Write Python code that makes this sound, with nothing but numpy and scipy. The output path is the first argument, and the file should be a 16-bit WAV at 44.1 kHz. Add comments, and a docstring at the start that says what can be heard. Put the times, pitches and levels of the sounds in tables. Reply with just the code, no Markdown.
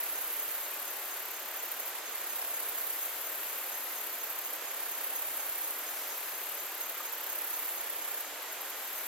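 """First a shallow stream, hissing evenly over pebbles and leaves: shaped noise and ringing bubbles, with one plop.
Right, ahead and left of a close microphone pair, three meadow katydids tick and buzz: wings rung by file teeth.
Behind them far insects blur into bands of hiss, and a cricket chirps in steady time with pure-tone pulses.
A small bird gives two quick rising chips, dry leaves snap twice and a soft rustle of band noise passes.
Each insect nearby reaches both microphones at once or one of them some microseconds earlier."""
import sys
import numpy as np
from scipy import signal
from scipy.fft import rfft, irfft
from scipy.io import wavfile

SR = 44100
rng = np.random.default_rng(int(sys.argv[2]) if len(sys.argv) > 2 else 0)


def ratio(d):
    """dB to gain"""
    e = np.asarray(d, float) / 20
    return 10 ** e


def wav_out(sig):
    """Save sig, one row per channel (or a flat mono array), as 16-bit PCM at SR to the path in sys.argv[1]."""
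    wavfile.write(sys.argv[1], SR, np.round(np.clip(np.atleast_2d(sig).T, -1, 1) * 32767).astype(np.int16))


N = 399987  # length of the scene [samples]


def rms_one(x):
    """Scale to rms 1."""
    return x / np.sqrt(np.mean(x ** 2) + 1e-20)


def at_hz(points, hz):
    """Read a table of (frequency, value) on a log-frequency axis."""
    table_hz, values = np.array(points).T
    return np.interp(np.log(hz), np.log(table_hz), values)


def resonate(x, hz, width_hz):
    """Two-pole resonance with gain 1 on top."""
    r = np.exp(-np.pi * width_hz / SR)
    feedback = [1, -2 * r * np.cos(2 * np.pi * hz / SR), r * r]
    return signal.lfilter([(1 - r * r) / 2, 0, (r * r - 1) / 2], feedback, x)


def resonate_twice(x, hz, width_hz):
    """Two equal resonances in a row, for steeper skirts."""
    return resonate(resonate(x, hz, width_hz), hz, width_hz)


def place(x, pan_db, lag_us):
    """Direct sound at the microphone pair: left over right level, and a tiny lag of the left side."""
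    hz = np.arange(N // 2 + 1) * SR / N
    left = irfft(rfft(x) * np.exp(-2j * np.pi * hz * lag_us / 10 ** 6), N)
    return np.array([left, x]) * ratio([[pan_db / 2], [-pan_db / 2]])


def leaves(x):
    """Scattering among leaves and banks: a short diffuse tail, different at each microphone."""
    t60_s, level_db, rise_s = 0.3, -5.5, 0.0023
    t = np.arange(SR // 4) / SR
    tail = rng.standard_normal((2, len(t))) * ratio(-60 * t / t60_s) * np.minimum(t / rise_s, 1)
    tail = tail / np.sqrt(np.sum(tail ** 2, axis=1, keepdims=True))
    return ratio(level_db) * signal.fftconvolve(x[None], tail, axes=1)[:, :N]


# Spectrum of the running water: (frequency [Hz], relative density [dB per Hz])
WATER_SPECTRUM = [(25, -40), (45, -51), (85, -53), (130, -36.5), (200, -22.5), (310, -7), (590, -1),
                  (1570, -1.5), (3250, -5.5), (5550, -10), (8500, -11), (11000, -16.5), (16000, -33)]
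# Likeness of the water at the two microphones: (frequency [Hz], left-right correlation [-1 to 1])
WATER_LIKENESS = [(60, 0.85), (130, 0.53), (290, 0.88), (640, 0.88), (1410, 0.79), (3100, 0.5),
                  (6820, 0.036), (15000, -0.048)]


def stream():
    """Countless tiny splashes merge into smooth noise, alike on both sides only in the lows."""
    level_db = -43.5
    hz = np.maximum(np.arange(N // 2 + 1) * SR / N, 10)
    alike = np.clip(at_hz(WATER_LIKENESS, hz), -1, 1)
    mid, side = rfft(rng.standard_normal((2, N)))
    pair = np.sqrt(1 + alike) * mid + np.sqrt(1 - alike) * side * [[1], [-1]]
    water = rms_one(irfft(pair * ratio(at_hz(WATER_SPECTRUM, hz)), N))
    return ratio(level_db) * water * ratio([[-.5], [.5]])  # slightly stronger on the right


# Far insects blurred to bands of hiss: (centre [Hz], width of each of two resonances [Hz], level [dB])
FAR_BANDS = [(6433, 200, -59), (7300, 720, -55.5), (12780, 3530, -47.5)]
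# Swell added to the last far band: (time [s], level [dB])
FAR_SWELL = [(0, 3), (.6, 4.5), (1.5, 0), (2.4, 3), (3.5, 6.5), (4.7, 2), (6.0, 6.5), (7.1, 0.5), (8.4, 2),
             (9.07, 5.5)]


def chorus():
    """Distant insects: bands of noise, unrelated on the two sides; the last band swells and sinks."""
    bands = []
    for hz, width_hz, level_db in FAR_BANDS:
        noise = rng.standard_normal((2, N))
        bands.append(ratio(level_db) * rms_one(resonate_twice(noise, hz, width_hz)))
    swell_db = np.interp(np.arange(N) / SR, *np.transpose(FAR_SWELL))
    return sum(bands[:-1]) + bands[-1] * ratio(swell_db)


def bubbles():
    """Nearer bubbles ring a few cycles each, at 16 pitches spread over a little more than two octaves."""
    per_s, level_db, cycles = 1500, -56, 14  # cycles: until a ring is 60 dB down
    sizes = ratio(4.3 * np.minimum(rng.exponential(1, N), 4)) * (rng.random(N) < per_s / SR) + 1e-18
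    pitches, dealt = np.geomspace(500, 2400, 16), rng.integers(0, 16, N)
    rings = 0
    for k, hz in enumerate(pitches):
        rings = rings + resonate(sizes * (dealt == k), hz, np.log(1000) / np.pi * hz / cycles)
    no_thud = signal.butter(6, 300, "high", fs=SR, output="sos")
    return ratio(level_db) * rms_one(signal.sosfilt(no_thud, rings))


# A soft rustle, the same at both microphones:
# (centre time [s], half length [s], centre [Hz], width of each of two resonances [Hz], level [dB])
RUSTLE_PASS = (6.02, .25, 5500, 2500, -55)


def rustle():
    """Band noise under one smooth swell."""
    centre, half, hz, width_hz, level_db = RUSTLE_PASS
    swell = np.cos(np.pi / 2 * np.clip((np.arange(N) / SR - centre) / half, -1, 1))
    noise = resonate_twice(rng.standard_normal(N), hz, width_hz)
    return ratio(level_db) * swell * rms_one(noise)


# One larger bubble: (time [s], level before decay [dB], starting pitch [Hz], time to fall 60 dB [s])
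LARGE_BUBBLE = (7.003, -29, 1150, .033)


def plop():
    """One larger bubble: a short ring that rises in pitch."""
    start, level_db, hz, t60 = LARGE_BUBBLE
    t = np.clip(np.arange(N) / SR - start, 0, .1)
    shape = np.minimum(t / .002, 1) * ratio(-60 * t / t60)
    return ratio(level_db) * shape * np.sin(2 * np.pi * hz * t * (1 + 4.8 * t))


# Dry snaps among the leaves: (time [s], peak before the high-pass [dB], resonance and its width [Hz])
LEAF_SNAPS = [(2.4165, -30, 5500), (2.449, -32, 3800)]


def snaps():
    """Two-millisecond bursts of noise in a broad resonance, reaching the right microphone first."""
    out, length = np.zeros(N), SR // 500
    for start, peak_db, hz in LEAF_SNAPS:
        burst = resonate(rng.standard_normal(length), hz, hz) * np.hanning(length)
        out[int(start * SR):][:length] = ratio(peak_db) * burst / np.max(abs(burst))
    out = signal.sosfilt(signal.butter(2, 800, "high", fs=SR, output="sos"), out)
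    return place(out, 0, 70.0) + leaves(out)


# A small bird's rising chips: (time [s], length [s], start pitch [Hz], end pitch [Hz], level [dB])
BIRD_CHIPS = [(3.031, .016, 6300, 7450, -43), (3.051, .015, 7250, 7350, -47)]


def bird():
    """Near-sine chips whose pitch rises fast and levels off, reaching the right microphone first."""
    out = np.zeros(N)
    for start, length, low_hz, high_hz, level_db in BIRD_CHIPS:
        share = np.linspace(0, 1, int(length * SR))
        pitch = low_hz + (high_hz - low_hz) * np.sin(np.pi / 2 * share)
        phase = 2 * np.pi * np.cumsum(pitch) / SR
        out[int(start * SR):][:len(share)] = ratio(level_db) * np.sqrt(np.sin(np.pi * share)) * np.sin(phase)
    return place(out, 0, 60.0) + leaves(out)


# Cricket at the microphones: (level before fade and unevenness [dB], left over right [dB])
CRICKET_LEVEL = (-48, -1.3)
# Cricket rhythm: (first chirp [s], period [s], pitch [Hz], pulse spacing [s], pulse length [s])
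CRICKET_RHYTHM = (.169, .23792, 6460, .010, .016)


def cricket():
    """Each chirp is three pure pulses, centred on a steady beat; late on the chirps weaken."""
    first, period, hz, spacing, pulse = CRICKET_RHYTHM
    level_db, pan_db = CRICKET_LEVEL
    fade_from_s, fade_db_per_s = 6.1, -0.7
    t = np.arange(N) / SR
    beat = (t - first + period / 2) // period
    inside = t - first - beat * period  # time from the middle of the chirp
    pulses = 0
    for k in (-1, 0, 1):
        pulses = pulses + np.cos(np.pi / 2 * np.clip(2 * (inside - k * spacing) / pulse, -1, 1))
    uneven = ratio(rng.normal(0, 1.4, 64))[beat.astype(int)]
    fade_db = fade_db_per_s * np.maximum(t - fade_from_s, 0)
    song = ratio(level_db + fade_db) * uneven * pulses * np.sin(2 * np.pi * hz * t)
    return place(song, pan_db, 48.4) + leaves(song)


# Single ticks of each katydid: (end of the stroke [s])
TICK_ENDS = { "right": [1.567, 1.643, 1.725, 1.805, 1.883, 1.962, 4.146, 4.244, 4.314, 4.395, 4.465, 4.542,
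             6.819, 6.904, 6.986, 7.06, 7.138], "ahead": [0.045, 0.228, 0.332, 0.444, 2.606, 2.699, 2.795,
             2.873, 2.954, 4.921, 5.049, 5.169, 5.275, 5.373, 5.47, 5.589, 5.798, 5.915, 6.086, 6.185,
             8.215, 8.433, 8.533, 8.621, 8.709], "left": [1.913, 1.99, 2.069, 2.159, 4.75, 4.809, 4.9,
             4.988, 5.059, 8.664]}
# Tick strength of each katydid, before unevenness: (stroke level [dB])
TICK_LEVEL = {"right": -34, "ahead": -38.5, "left": -39}


def ticks(name):
    """End times and levels of the single ticks; the first after a long pause is softer."""
    first_db, uneven_db, long_pause_s = -1, 1, .6
    ends = np.array(TICK_ENDS[name])
    first = np.diff(ends, prepend=-np.inf) > long_pause_s
    return zip(ends, TICK_LEVEL[name] + first_db * first + uneven_db * rng.standard_normal(len(ends)))


# Buzzes of each katydid:
# (start [s], end of last stroke [s], stroke rate at the end [per s], slowing [strokes per s2])
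BUZZ_TIMES = { "right": [(-.4, .6154, 32.68, 1.5), (2.08, 3.0625, 32.7, 1.1), (4.62, 5.7133, 32.86, .55),
              (7.18, 8.2124, 32.56, 1.05)], "ahead": [(.5, 1.8953, 34.57, .4), (2.97, 4.5683, 34.34, .7),
              (6.2, 7.7715, 34.0, .9), (8.75, 9.0737, 36.4, 1.5)], "left": [(-.4, 1.2087, 36.8, 1.35),
              (2.2, 4.1012, 37.1, 1.4), (5.1, 6.6595, 37.5, 1.4), (8.77, 9.0727, 37.4, .5)]}


def strokes(name):
    """End times and levels of all wing strokes: the ticks, then buzzes that swell at first and slow a little."""
    swell_s, swell_db = 0.22, -5.5
    rows, level_db = list(ticks(name)), KATYDID_WINGS[name][-1]
    for start, end, rate, slowing in BUZZ_TIMES[name]:
        back = np.arange(80)  # strokes counted back from the last
        ends = end - (np.sqrt(rate ** 2 + 2 * slowing * back) - rate) / slowing
        rise_db = swell_db * np.clip(1 - (ends - start) / swell_s, 0, 1)
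        uneven_db = rng.normal(0, 1.0, len(back))
        levels = level_db + rise_db + uneven_db
        rows += [row for row in zip(ends, levels) if row[0] > max(start, 0)]
    return np.array(rows)


# The three katydids by their place: (wing resonances, left over right [dB], lag of the left side
# [microseconds], buzz stroke level before swell and unevenness [dB]);
# wing resonances: (centre [Hz], width of each of two resonances [Hz], relative level [dB])
KATYDID_WINGS = { "right": ([(10430, 1300, -13.5), (11500, 1240, -3.5), (13370, 910, 1.5),
                 (14270, 980, -0.5), (15300, 1500, -9)], -2.5, 37, -33), "ahead": ([(11730, 3400, -12.5),
                 (12400, 1370, 1), (14420, 1300, 1.5), (15700, 1900, -13)], 4.1, 0, -39.5),
                 "left": ([(9760, 3100, -7.5), (11270, 2500, 1), (13100, 2200, 3.5), (14600, 2200, -10)],
                 4.3, -41, -40.5)}


def katydid(name):
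    """The scraper runs over the teeth of the file, ever harder, and stops short; each tooth rings the wing."""
    modes, pan_db, lag_us = KATYDID_WINGS[name][:-1]
    stroke_s, stop_s, teeth_per_s = 0.017, 0.0013, 14000

    def wing(x):
        """Sum of the wing's resonances."""
        return sum(ratio(level_db) * resonate_twice(x, hz, width_hz) for hz, width_hz, level_db in modes)

    length = int(stroke_s * SR)
    marks, rows = np.zeros(N + 2 * length), strokes(name)
    marks[(rows[:, 0] * SR).astype(int)] = ratio(rows[:, 1])
    stop = np.minimum(np.linspace(length, 0, length) / (stop_s * SR), 1)
    ramp = np.linspace(0, 1, length) ** .5 * stop
    pressure = signal.fftconvolve(marks, ramp)[length:length + N]  # each stroke ends on its mark
    teeth = (rng.random(N) < teeth_per_s / SR) * rng.choice([-1, 1], N)
    steep = signal.butter(2, 8500, "high", fs=SR, output="sos")
    song = signal.sosfilt(steep, wing(teeth * pressure + 1e-18)) / np.std(wing(teeth))
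    return place(song, pan_db, lag_us) + leaves(song)


def scene():
    """Water, chorus, the near insects and a few small sounds from the bank."""
    water = stream() + bubbles() + plop()
    insects = chorus() + cricket() + sum(katydid(name) for name in KATYDID_WINGS)
    return water + insects + bird() + snaps() + rustle()


def top_cut(x):
    """Nothing passes above the cut-off."""
    return signal.sosfilt(signal.butter(12, 16020, fs=SR, output="sos"), x)


def record(dry):
    """Nothing passes above the recorder's cut-off."""
    passed = np.arange(N // 2 + 1) * SR / N < 15940  # Hz
    mix = irfft(rfft(dry) * passed, N)
    return top_cut(mix)


dry = scene()
out = record(dry)
wav_out(out)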